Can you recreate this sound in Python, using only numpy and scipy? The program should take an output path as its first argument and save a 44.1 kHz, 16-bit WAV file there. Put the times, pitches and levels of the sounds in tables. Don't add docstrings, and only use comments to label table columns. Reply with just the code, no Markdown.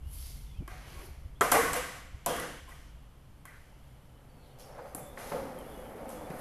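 import sys
import numpy as np
from scipy import signal
from scipy.fft import rfft, irfft, next_fast_len
from scipy.io import wavfile
from scipy.ndimage import uniform_filter1d

SR = 44100
rng = np.random.default_rng(int(sys.argv[2]) if len(sys.argv) > 2 else 0)


def output_pcm(signal):
    pcm = np.clip(np.atleast_2d(signal).T, -1, 1) * 32767
    wavfile.write(sys.argv[1], SR, np.round(pcm).astype(np.int16))


def level_to_linear(level):
    exponent = np.asarray(level, float) / 20
    return 10 ** exponent


N = 282543


def evened(x):
    return x / np.sqrt(np.mean(x ** 2) + 1e-20)


def read(points, hz):
    point_hz, value = np.transpose(points)
    return np.interp(np.log(hz + 1), np.log(point_hz + 1), value)


def along(rows):
    return np.interp(np.arange(N) / SR, *np.transpose(rows))


def add(mix, start_s, sound):
    part = mix[round(start_s * SR):][:len(sound)]
    part += sound[:len(part)]


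def coloured(x, points):
    size = next_fast_len(len(x))
    hz = np.fft.rfftfreq(size, 1 / SR)
    skirt_db = -30 * np.log2(np.maximum(hz / points[-1][0], 1))
    return irfft(rfft(x, size) * level_to_linear(read(points, hz) + skirt_db), size)[:len(x)]


def resonate(x, hz, width_hz):
    turn = np.exp(2j * np.pi * np.cumsum(hz * np.ones(len(x))) / SR)
    r = np.exp(-np.pi * width_hz / SR)
    return 2 * (turn * signal.lfilter([1 - r], [1, -r], x / turn + 1e-18)).real


def gritty(spread_db, per_s):
    size = level_to_linear(spread_db * np.minimum(rng.exponential(1, N), 5))
    grains = size * (rng.random(N) < per_s / SR) * rng.choice([-1., 1.], N)
    return evened(grains) + 1.41 * rng.standard_normal(N)


def drift(shape, size):
    once = uniform_filter1d(rng.standard_normal(shape), size=size)
    return evened(uniform_filter1d(once, size=size))


def swells(peak_s, rise_s, fall_s, peak_db):
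    out, t = np.zeros(N), np.arange(N) / SR
    for s, up_s, down_s, db in zip(peak_s, rise_s, fall_s, peak_db):
        away = np.maximum((s - t) / max(up_s, 1e-3), (t - s) / max(down_s, 1e-3))
        out += level_to_linear(db - 27.5 * away)
    return out


def blow(points, tilt_db, hz, hump_db, spread_octaves):
    f = np.fft.rfftfreq(1024, 1 / SR) + 1
    octaves = np.log2(f / hz)
    hump = hump_db * np.exp(-(octaves / spread_octaves) ** 2)
    level_db = read(points, f) + tilt_db * np.clip(octaves, -2, 2) + hump
    pulse = np.roll(irfft(level_to_linear(level_db)), 200)
    return pulse / np.linalg.norm(pulse)


def rings(rows):
    out = np.zeros(N)
    for start_s, length_s, hz, width_hz, db in rows:
        size = min(round(length_s * SR), 12000)
        t = np.arange(size) / SR
        noisy = evened(resonate(resonate(rng.standard_normal(size), hz, width_hz), hz, width_hz))
        plain = np.exp(-length_s * width_hz / 6)
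        mode = (1 - plain) * noisy + 2 * plain * np.sin(2 * np.pi * hz * t)
        fade_db = 4.5 * t / length_s
        add(out, start_s, level_to_linear(db + 2 - fade_db) * evened(mode) * signal.windows.tukey(size, .5))
    return out


def glides(rows):
    out = np.zeros(N)
    for start_s, length_s, first_hz, last_hz, db in rows:
        size = round(length_s * SR)
        wobble, flutter = drift((2, 12000), 400)[:, :size]
        pitch_hz = np.linspace(first_hz, last_hz, size) * (1 + .008 * wobble)
        tone = np.sin(2 * np.pi * np.cumsum(pitch_hz) / SR)
        add(out, start_s, level_to_linear(db + 3 + 2.5 * flutter) * tone * signal.windows.tukey(size, .5))
    return out


def hall(x):
    # frequency in Hz, t60 in seconds.
    decay = [(150, 1.5), (400, 1.0), (1000, .93), (2000, 1.25), (3500, 1.4), (6000, 1.25), (11000, .87)]
    # delay in seconds, level over the plain decay in dB.
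    build_up = [(0, -0.5), (.004, -0.5), (.028, 4), (.036, 4), (.07, 3), (.25, 1.8), (0.399, -6.5),
                (.7, -0.5), (1.5, 16)]
    taps = np.zeros(2 * SR)
    at = np.arange(0, 2 * SR - 12, 12)
    taps[at + rng.integers(0, 12, len(at))] = rng.choice([-1., 1.], len(at))
    hz, t, z = signal.stft(taps, SR, nperseg=256)
    t60_s = np.maximum(read(decay, hz), .2)[:, None]
    tail = signal.istft(z * level_to_linear(-60 * t / t60_s), SR, nperseg=256)[1]
    tail = tail * level_to_linear(np.interp(np.arange(len(tail)) / SR, *np.transpose(build_up)))
    return signal.fftconvolve(x, tail / np.linalg.norm(tail))[:N]


def quiet_air():
    # frequency in Hz, density in dB per Hz.
    air_spectrum = [(150, -20), (250, -1), (500, -2), (1000, -4), (1300, -6), (1700, -10.5), (2500, -14),
                    (4000, -17.5), (6300, -21), (8000, -21), (11300, -18), (13000, -20.5), (14500, -25)]
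    return level_to_linear(-65.5) * evened(coloured(rng.standard_normal(N), air_spectrum))


def wind():
    # time in seconds, level in dB.
    gusts = [(0, -43), (.6, -48.5), (1.1, -49), (1.6, -51.5), (2.2, -54), (2.8, -56), (3.4, -59),
             (4.0, -58.5), (4.4, -58.5), (4.6, -63), (5.0, -60.5), (5.4, -58.5), (6.41, -58.5)]
    # start in seconds, peak in dB, frequency in Hz, length in seconds.
    puffs = [
        (0.059, -30.5, 60, 0.029),
        (0.592, -30, 59.7, 0.016),
        (0.606, -32, 142, 0.013),
        (0.718, -35, 53.5, 0.02),
        (0.966, -34, 52, 0.024),
        (1.249, -35, 73, 0.033),
        (1.332, -37, 49, 0.024),
        (1.71, -37, 62, 0.028),
        (2.147, -33.5, 58, 0.014),
        (6.303, -36, 175, 0.02),
    ]
    lumps = level_to_linear(0.612 * evened(coloured(rng.standard_normal(N), [(2, -2.5), (6, 3.0), (20, 4), (40, -42.5)])))
    low = coloured(rng.standard_normal(N) * lumps,
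                   [(10, -20), (25, -3), (40, -2), (56, .1), (75, -4), (110, -24)])
    drone = coloured(rng.standard_normal(N) * lumps,
                     [(60, 3.5), (95, -4.5), (135, 2.5), (200, -11.5), (300, -15), (450, -44.0)])
    gust_db = along(gusts)
    drone_db = -53.5 + 0.25 * (gust_db + 55)
    out = evened(low) * level_to_linear(gust_db) + evened(drone) * level_to_linear(drone_db)
    for start_s, db, hz, length_s in puffs:
        u = np.arange(0, 1, 1 / (SR * length_s))
        add(out, start_s - .005, level_to_linear(db) * np.sin(2 * np.pi * hz * length_s * u) * np.sin(np.pi * u))
    return out


def birds():
    # peak in seconds, rise in seconds, fall in seconds, level in dB.
    chatter = [
        (0.04, 0.25, 3.3, -72),
        (2.59, .9, 0.79, -65),
        (1.8, 1.074, 1.5, -72.5),
        (3.84, 1.04, 0.77, -75),
        (4.62, 1.2, .5, -73),
    ]
    # start in seconds, length in seconds, first Hz, last Hz, level in dB.
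    whistles = [(.15, .2, 2130, 2110, -74), (.3, .25, 2110, 2100, -73), (4.86, .07, 6270, 6250, -76),
                (6.11, .07, 2980, 2780, -70), (.03, .1, 2750, 3080, -72), (.13, .09, 3080, 3150, -75),
                (.455, .11, 3640, 3300, -70), (.575, .055, 2800, 2250, -74), (.615, .065, 2340, 2290, -73),
                (.53, .065, 2350, 2780, -73), (1.35, .055, 3200, 3700, -72), (4.08, .14, 3080, 2950, -77),
                (4.28, .15, 4580, 4340, -79), (4.38, .2, 4390, 4370, -79), (4.38, .07, 2600, 2650, -77),
                (4.6, .2, 5500, 5450, -74), (4.78, .17, 4840, 4820, -74), (4.98, .19, 3500, 3480, -69),
                (5.09, .08, 3660, 3660, -74), (5.575, .07, 3230, 2880, -66), (5.63, .05, 2870, 2900, -65),
                (5.665, .1, 3620, 3300, -73), (5.68, .08, 3620, 3580, -71), (5.73, .09, 3010, 2860, -67),
                (5.785, .11, 2850, 3230, -67), (5.76, .11, 3450, 3200, -69), (5.74, .06, 6250, 6300, -75),
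                (6.14, .08, 3400, 3350, -67), (6.22, .06, 3450, 3500, -69)]
    flock = coloured(gritty(spread_db=3.5, per_s=1700),
                     [(1500, -32.0), (2100, 12.5), (2500, 4.0), (3000, 15.0), (3500, 7.0), (3900, -22.0)])
    out = evened(flock) * swells(*np.transpose(chatter))
    for start_s, length_s, first_hz, last_hz, db in whistles:
        size = round(length_s * SR)
        pitch_hz = np.linspace(first_hz, last_hz, size) + 16 * drift(size, 500)
        blur = resonate(resonate(rng.standard_normal(size), pitch_hz, 190), pitch_hz, 190)
        flutter_db = 2.5 * np.clip(drift(size, 350), -2, 1)
        tone = level_to_linear(flutter_db) * np.sin(2 * np.pi * np.cumsum(pitch_hz) / SR)
        whistle = .8 * tone + .45 * evened(blur)
        add(out, start_s, 1.2 * level_to_linear(db) * whistle * signal.windows.tukey(size, .4))
    return out


def singing_bands():
    # start in seconds, length in seconds, frequency in Hz, width in Hz, level in dB.
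    songs = [(.13, .27, 4640, 330, -66), (.17, .17, 5300, 380, -66), (.8, 0.27, 3000, 800, -64),
             (1.7322, .0016, 7940, 1944, -25), (1.739, 0.006, 8500, 3000, -37),
             (1.5191, .0011, 11000, 3000, -20), (4.592, 0.082, 5450, 200, -68), (4.6, .13, 4750, 220, -74),
             (4.408, 0.15, 3780, 1188, -73.5), (4.953, 0.16, 7600, 1300, -65),
             (4.9482, 0.0014, 9550, 1300, -34), (4.9482, 0.0016, 7440, 900, -41.5),
             (4.954, .12, 10500, 800, -59), (4.954, 0.066, 9400, 1000, -60),
             (4.954, 0.054, 11900, 700, -59), (4.96, 0.091, 12700, 700, -69), (5.055, .06, 12000, 900, -66),
             (6.084, 0.11, 6500, 500, -72)]
    return rings(songs)


def scuffs():
    # peak in seconds, rise in seconds, fall in seconds, level in dB, upper band relative in dB.
    rubs = [(.14, 0.095, 0.26, -66.5, 19.5), (.262, 0.24, 0.29, -51.5, 0), (.71, .02, .5, -57, -9.5),
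            (.88, 0.06, 0.49, -61, -10), (1.06, 0.44, 0.058, -61, 6.5), (3.56, 0.16, 0.6, -69, -4.5),
            (3.9, .5, .5, -82, 8.5), (4.5, 0.64, .25, -77.5, 8), (4.599, .02, 0.15, -55, 0),
            (4.89, 0.23, 0.2, -72, 10), (4.985, 0.052, 0.14, -72, 11), (5.19, 0.027, 0.3, -59.5, 6),
            (5.3, 0.22, 0.29, -53.5, 2.5), (5.7, 0.7, 0.84, -70.5, 11.5), (5.85, .3, 1, -82, 16),
            (6.105, 0.056, 0.13, -66, 15), (6.41, 0.3, .1, -62.5, 11)]
    # frequency in Hz, density in dB per Hz.
    sole = [(2000, -12), (3000, -4), (4000, -3), (5000, -2), (6500, -5), (7800, -16.5), (9500, -21)]
    # frequency in Hz, density in dB per Hz.
    upper = [(6000, -24), (7500, -14), (9500, -6.5), (11200, 0.5), (13000, -7), (14400, -12)]
    grains = gritty(spread_db=6.0, per_s=5400)
    *shape, db, upper_db = np.transpose(rubs)
    out = evened(coloured(grains, sole)) * swells(*shape, db)
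    return out + evened(coloured(grains, upper)) * swells(*shape, db + upper_db)


def crossing_bird():
    # start in seconds, length in seconds, first Hz, last Hz, level in dB.
    calls = [
        (5.575, .045, 3230, 3130, -66),
        (5.675, .075, 3440, 3000, -71),
        (5.715, .045, 3390, 3360, -68),
        (5.64, .05, 3300, 3440, -76),
        (5.84, .065, 3120, 3190, -70),
        (5.86, .05, 3000, 2900, -72),
        (.53, .06, 2300, 2760, -72),
        (.565, .04, 3300, 2850, -72),
    ]
    return glides(calls)


def deck_rings():
    # start in seconds, length in seconds, frequency in Hz, width in Hz, level in dB.
    deck_swells = [(0.6, 0.039, 282, 130, -48.5), (0.699, 0.11, 741, 40, -58),
                   (0.918, 0.12, 330, 90, -57.5), (0.944, 0.092, 1100, 95, -60),
                   (1.02, 0.088, 367, 60, -55.5), (1.411, 0.017, 1190, 380, -22.5),
                   (1.408, 0.026, 410, 150, -31), (1.522, 0.0022, 1070, 540, -17),
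                   (1.541, 0.046, 730, 250, -27), (1.545, 0.022, 1750, 1200, -33),
                   (1.535, 0.05, 480, 170, -34), (1.734, .007, 1070, 200, -30),
                   (1.755, 0.065, 495, 40, -36.5), (1.53, 0.03, 1175, 70, -35),
                   (1.553, 0.12, 1600, 120, -42), (1.545, 0.11, 2000, 90, -44),
                   (2.272, 0.04, 1005, 60, -44), (2.284, 0.014, 520, 70, -38), (2.295, 0.045, 497, 90, -40),
                   (2.33, .05, 697, 30, -41), (2.29, 0.065, 1620, 80, -46), (2.28, 0.19, 1980, 120, -53),
                   (2.26, 0.16, 3200, 248, -50), (2.385, 0.085, 500, 60, -46),
                   (6.302, 0.01, 2000, 900, -51), (2.301, 0.2, 1360, 970, -43),
                   (2.44, 0.19, 1620, 970, -52), (1.412, .03, 496, 110, -34),
                   (5.3185, .005, 740, 660, -31.5), (2.674, 0.032, 1050, 120, -56),
                   (1.42, 0.03, 1040, 40, -36), (1.41, .016, 1310, 149.7, -29),
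                   (1.516, .018, 728, 120, -28), (1.518, 0.012, 1070, 149.5, -27),
                   (3.46, 0.092, 2000, 300, -67), (3.473, 0.13, 1510, 300, -63.5),
                   (4.783, 0.025, 880, 600, -46.5), (5.342, 0.032, 516, 52, -36.5),
                   (5.965, 0.1, 490, 105, -50)]
    return rings(deck_swells)


def noise_bands():
    # start in seconds, length in seconds, frequency in Hz, width in Hz, level in dB.
    broad_swells = [(1.525, .13, 280, 150, -41), (2.59, .11, 1750, 900, -62),
                    (1.752, .04, 11000, 3000, -43), (4.956, .05, 11000, 3500, -56),
                    (3.4535, .008, 1100, 200, -52), (3.479, .016, 1960, 100, -57),
                    (5.1745, .004, 1800, 700, -40), (6.303, .009, 420, 300, -43),
                    (.678, .016, 340, 100, -53), (.677, .012, 1150, 150, -50), (2.42, .1, 400, 250, -51),
                    (4.96, .1, 160, 80, -57), (1.523, .022, 11500, 900, -35), (1.411, .02, 2100, 500, -38),
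                    (2.7, .25, 5500, 2500, -72), (4.15, .45, 250, 80, -68)]
    return rings(broad_swells)


def ticks():
    # time in seconds, peak in dB, ring of the part in Hz, brightness in dB per octave, hall level in dB.
    hits = [(0.678, -38, 5830, -1.5, -2), (0.8696, -57, 5330, 6, 15), (1.4106, -12.5, 7370, -2, -3.5),
            (1.4144, -20, 6800, 2, -21), (1.5175, -11, 7350, 0, -23), (1.5203, -8, 7700, -0.5, -1),
            (1.7329, -20.5, 7700, -3.5, 2.5), (2.2622, -13.5, 10000, -3.5, -4.5),
            (2.3652, -30, 10400, -5, 0.5), (2.4, -27, 9900, -5, -2.5), (2.6773, -50, 8540, 2.5, 8.5),
            (2.6886, -46.5, 8500, -3, 6), (3.4546, -36, 7900, 1.5, -6), (4.5879, -46, 5440, 0, 4),
            (4.9492, -22.5, 9300, 6, -9), (4.9526, -33, 10300, 3, -20), (5.179, -43, 6500, -4, 10),
            (5.589, -40.5, 10400, 7, -2), (6.092, -36, 7560, -0.5, 1.5), (6.3032, -40, 4700, -8, -8)]
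    # frequency in Hz, level in dB.
    clack = [(700, -80.5), (1800, -31.5), (2800, -2.5), (4000, -8), (6000, -5), (8000, -4), (9500, -3),
             (11300, 2.5), (13000, -6), (14500, -10)]
    dry, send = np.zeros(N), np.zeros(N)
    t, after = np.arange(150) / SR, np.arange(3000) / SR
    for s, db, hz, tilt_db, wet_db in hits:
        click = blow(clack, tilt_db, hz, 2.5, 0.063)
        direct = blow(clack, 0.65 * tilt_db + 2.0, hz, 5.0, 0.26)
        tick = np.convolve(direct, rng.standard_normal(len(t)) * t * np.exp(-t / .00022))
        shiver = np.convolve(direct, rng.standard_normal(len(after)) * np.exp(-after / 0.013))
        add(dry, s - .0049, tick * level_to_linear(db) / abs(tick).max())
        add(dry, s - .004, shiver * level_to_linear(db - 18 + 0.35 * min(wet_db, 0)))
        add(send, s - .0046, click * level_to_linear(db + 13.0 + wet_db))
    return dry, send


def knocks():
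    # time in seconds, peak in dB, brightness in dB per octave, hall level in dB, hall thud in Hz.
    blows = [(0.679, -38, 7, 3.5, 1160), (1.4105, -12, 0.1, 0.7, 1230), (1.4162, -23, 8.5, -15, 1070),
             (1.5195, -23, 0, -23, 1100), (1.5227, -11, 0.5, 4.8, 1080), (1.734, -23.5, 2.5, 6.5, 1010),
             (2.263, -24.5, -4, 9.5, 990), (2.689, -47, 6.5, 9, 1060), (3.454, -42.5, 6.5, 4.5, 1840),
             (4.78, -42.5, -3, 7.5, 800), (4.951, -30, -10, -5, 584), (5.175, -35, 2.5, 6.5, 790),
             (5.3196, -26, -7, 3, 554), (5.957, -48.5, -19, 5, 434), (6.304, -38, -3, 8.5, 414)]
    # frequency in Hz, level in dB, t60 in seconds.
    modes = [(308, 0, 0.036), (488, 1, 0.036), (703, 8.5, 0.031), (910, 9, 0.017), (1066, 10.5, 0.033),
             (1320, 2.5, 0.041), (1577, 5, 0.05), (2000, -1, 0.028), (2200, -11.5, 0.0065),
             (3160, -11, 0.046)]
    # frequency in Hz, level in dB.
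    boom = [(40, -74), (100, -17.5), (170, -4), (300, -4.5), (500, 7), (1100, 2.5), (1700, 2.5), (2300, -1),
            (3200, -25.5), (4000, -18.5), (7000, -57)]
    dry, send, t = np.zeros(N), np.zeros(N), np.arange(3000) / SR
    hz, mode_db, t60_s = np.transpose(modes)[:, :, None]
    for s, db, tilt_db, wet_db, thud_hz in blows:
        detune, mix = rng.standard_normal((2, len(modes), 1))
        gains = level_to_linear(mode_db + tilt_db * np.log2(hz / 1000) + 0.46 * mix - 60 * t / t60_s)
        tones = np.sin(2 * np.pi * hz * (1 + .015 * detune) * t)
        knock = (gains * tones).sum(0) * (1 - np.exp(-t / 0.0003))
        knock *= level_to_linear(db) / abs(knock).max()
        add(dry, s - .0005, knock)
        add(send, s, 0.58 * knock * level_to_linear(wet_db))
        slap = blow(boom, tilt_db, thud_hz, 4, .25)
        add(dry, s - .004, 0.22 * level_to_linear(db) * slap / slap.max())
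        add(send, s - .004, slap * level_to_linear(db + 16.0 + wet_db))
    return dry, send


def rolling():
    # time in seconds, level in dB.
    roll = [(3.6, -73), (3.71, -64), (4.0, -65), (4.3, -62.5), (4.56, -64.5), (4.9, -56.5), (5.4, -41.5),
            (5.7, -45.5), (6.41, -41)]
    # frequency in Hz, width in Hz, level in dB.
    resonances = [(523, 40, 10), (564, 40, 8), (752, 43, 12), (840, 60, 4)]
    # peak in seconds, rise in seconds, fall in seconds, rumble in dB, grit relative in dB.
    presses = [(.72, 0.06, 0.88, -68, 14), (1.03, 0.49, 0.079, -62, 12), (2.69, 0.029, 0.14, -56.5, -0.5),
               (3.46, 0.023, 0.27, -70.5, 13), (4.79, 0.39, 0.096, -44, -21),
               (4.859, 0.036, 0.085, -42.5, -25), (4.985, 0.091, 0.11, -45, -8),
               (5.23, 0.076, 0.24, -53.5, -6.5), (5.322, 0.007, 0.024, -27.5, -15),
               (5.36, 0.065, .06, -38.5, -10), (6.02, 0.07, 0.35, -59, -38)]
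    road = gritty(spread_db=1.5, per_s=550)
    ringing = sum(level_to_linear(db) * evened(resonate(road, hz, width_hz)) for hz, width_hz, db in resonances)
    broad = coloured(road, [(300, -56), (430, 3.0), (600, 0.0), (1300, -9), (2000, -17.0)])
    body = 0.64 * evened(ringing) + 0.98 * evened(broad)
    fine = coloured(gritty(spread_db=3.0, per_s=1500),
                    [(900, 1.5), (1400, -2.0), (2300, -1.5), (3400, -15), (4500, -89.5)])
    growl = coloured(gritty(spread_db=3.5, per_s=350),
                     [(130, -9.5), (210, 0.0), (270, 1), (340, -4.5), (420, -2.5), (550, -63.0)])
    roll_db = along(roll)
    fine_db = -58.5 + 0.77 * (roll_db + 45)
    growl_db = -53.5 + 0.9 * (roll_db + 49.5)
    *shape, db, grit_db = np.transpose(presses)
    out = evened(body) * (level_to_linear(roll_db) + swells(*shape, db))
    out += evened(fine) * (level_to_linear(fine_db) + swells(*shape, db + grit_db))
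    return out + evened(growl) * (level_to_linear(growl_db) + swells(*shape, db - 21))


def knock_tails():
    # start in seconds, length in seconds, first Hz, last Hz, level in dB.
    tail_modes = [(1.4145, .008, 1290, 1280, -25), (1.43, .035, 1040, 1050, -35),
                  (1.545, .028, 1930, 1915, -34), (1.575, .045, 1135, 1085, -33),
                  (1.635, .035, 1105, 1090, -36), (1.675, .05, 1110, 1100, -41),
                  (1.575, .045, 445, 475, -33), (1.635, .045, 455, 470, -41),
                  (1.755, .035, 1600, 1595, -43), (1.82, .04, 1590, 1600, -48), (1.835, .07, 500, 490, -51),
                  (1.66, .04, 1500, 1500, -44), (2.2625, .012, 1000, 1015, -35),
                  (2.2625, .012, 700, 700, -37), (2.39, .055, 1950, 1960, -50), (2.485, .03, 530, 525, -53),
                  (2.71, .024, 1935, 1930, -56), (2.375, .035, 1135, 1130, -48)]
    return glides(tail_modes)


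def deck_hums():
    # start in seconds, length in seconds, first Hz, last Hz, level in dB.
    bent_modes = [(4.765, .06, 480, 500, -53), (4.8, .075, 550, 515, -53), (4.965, .085, 778, 765, -55),
                  (4.985, .15, 568, 570, -59), (5.17, .14, 548, 575, -57), (5.37, .12, 545, 545, -44),
                  (5.47, .125, 540, 495, -49), (5.4, .13, 280, 265, -52), (5.64, .125, 465, 420, -57),
                  (5.76, .1, 510, 516, -52), (5.94, .05, 420, 435, -52), (6.0, .045, 545, 550, -46),
                  (6.055, .055, 530, 545, -48), (6.125, .055, 520, 500, -47), (6.18, .07, 565, 590, -53),
                  (6.02, .18, 805, 855, -60), (6.16, .11, 335, 295, -54)]
    return glides(bent_modes)


def scene():
    song = birds()
    moving = scuffs() + rolling()
    tick, tick_send = ticks()
    knock, knock_send = knocks()
    mid = tick + knock + 0.54 * moving + song
    mid += hall(tick_send) + hall(knock_send) + level_to_linear(-9.5) * hall(moving + song)
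    mid += singing_bands() + deck_rings() + noise_bands()
    mid += crossing_bird() + knock_tails() + deck_hums()
    return np.tile(mid + quiet_air() + wind(), (2, 1))


def roll_off(x):
    return signal.sosfilt(signal.butter(12, 14880, fs=SR, output="sos"), x)


def record(dry):
    # frequency in Hz, level in dB.
    apart = [(2800, -65), (3600, -35.5), (4500, -24), (7800, -2.5), (11500, -3), (14000, -4)]
    z = signal.stft(dry[0], nperseg=128, noverlap=96)[2]
    random_phase = np.exp(2j * np.pi * rng.random(z.shape[::-1]).T)
    other = signal.istft(z * random_phase, nperseg=128, noverlap=96)[1][:N]
    side = coloured(1.54 * other, apart)
    edge = signal.firwin(601, 14280, window=("kaiser", 7), fs=SR)  # lowpass, Hz
    pair = signal.oaconvolve(dry + np.array([side, -side]), edge[None], "same", axes=1)
    return roll_off(pair)


dry = scene()
out = record(dry)
output_pcm(out)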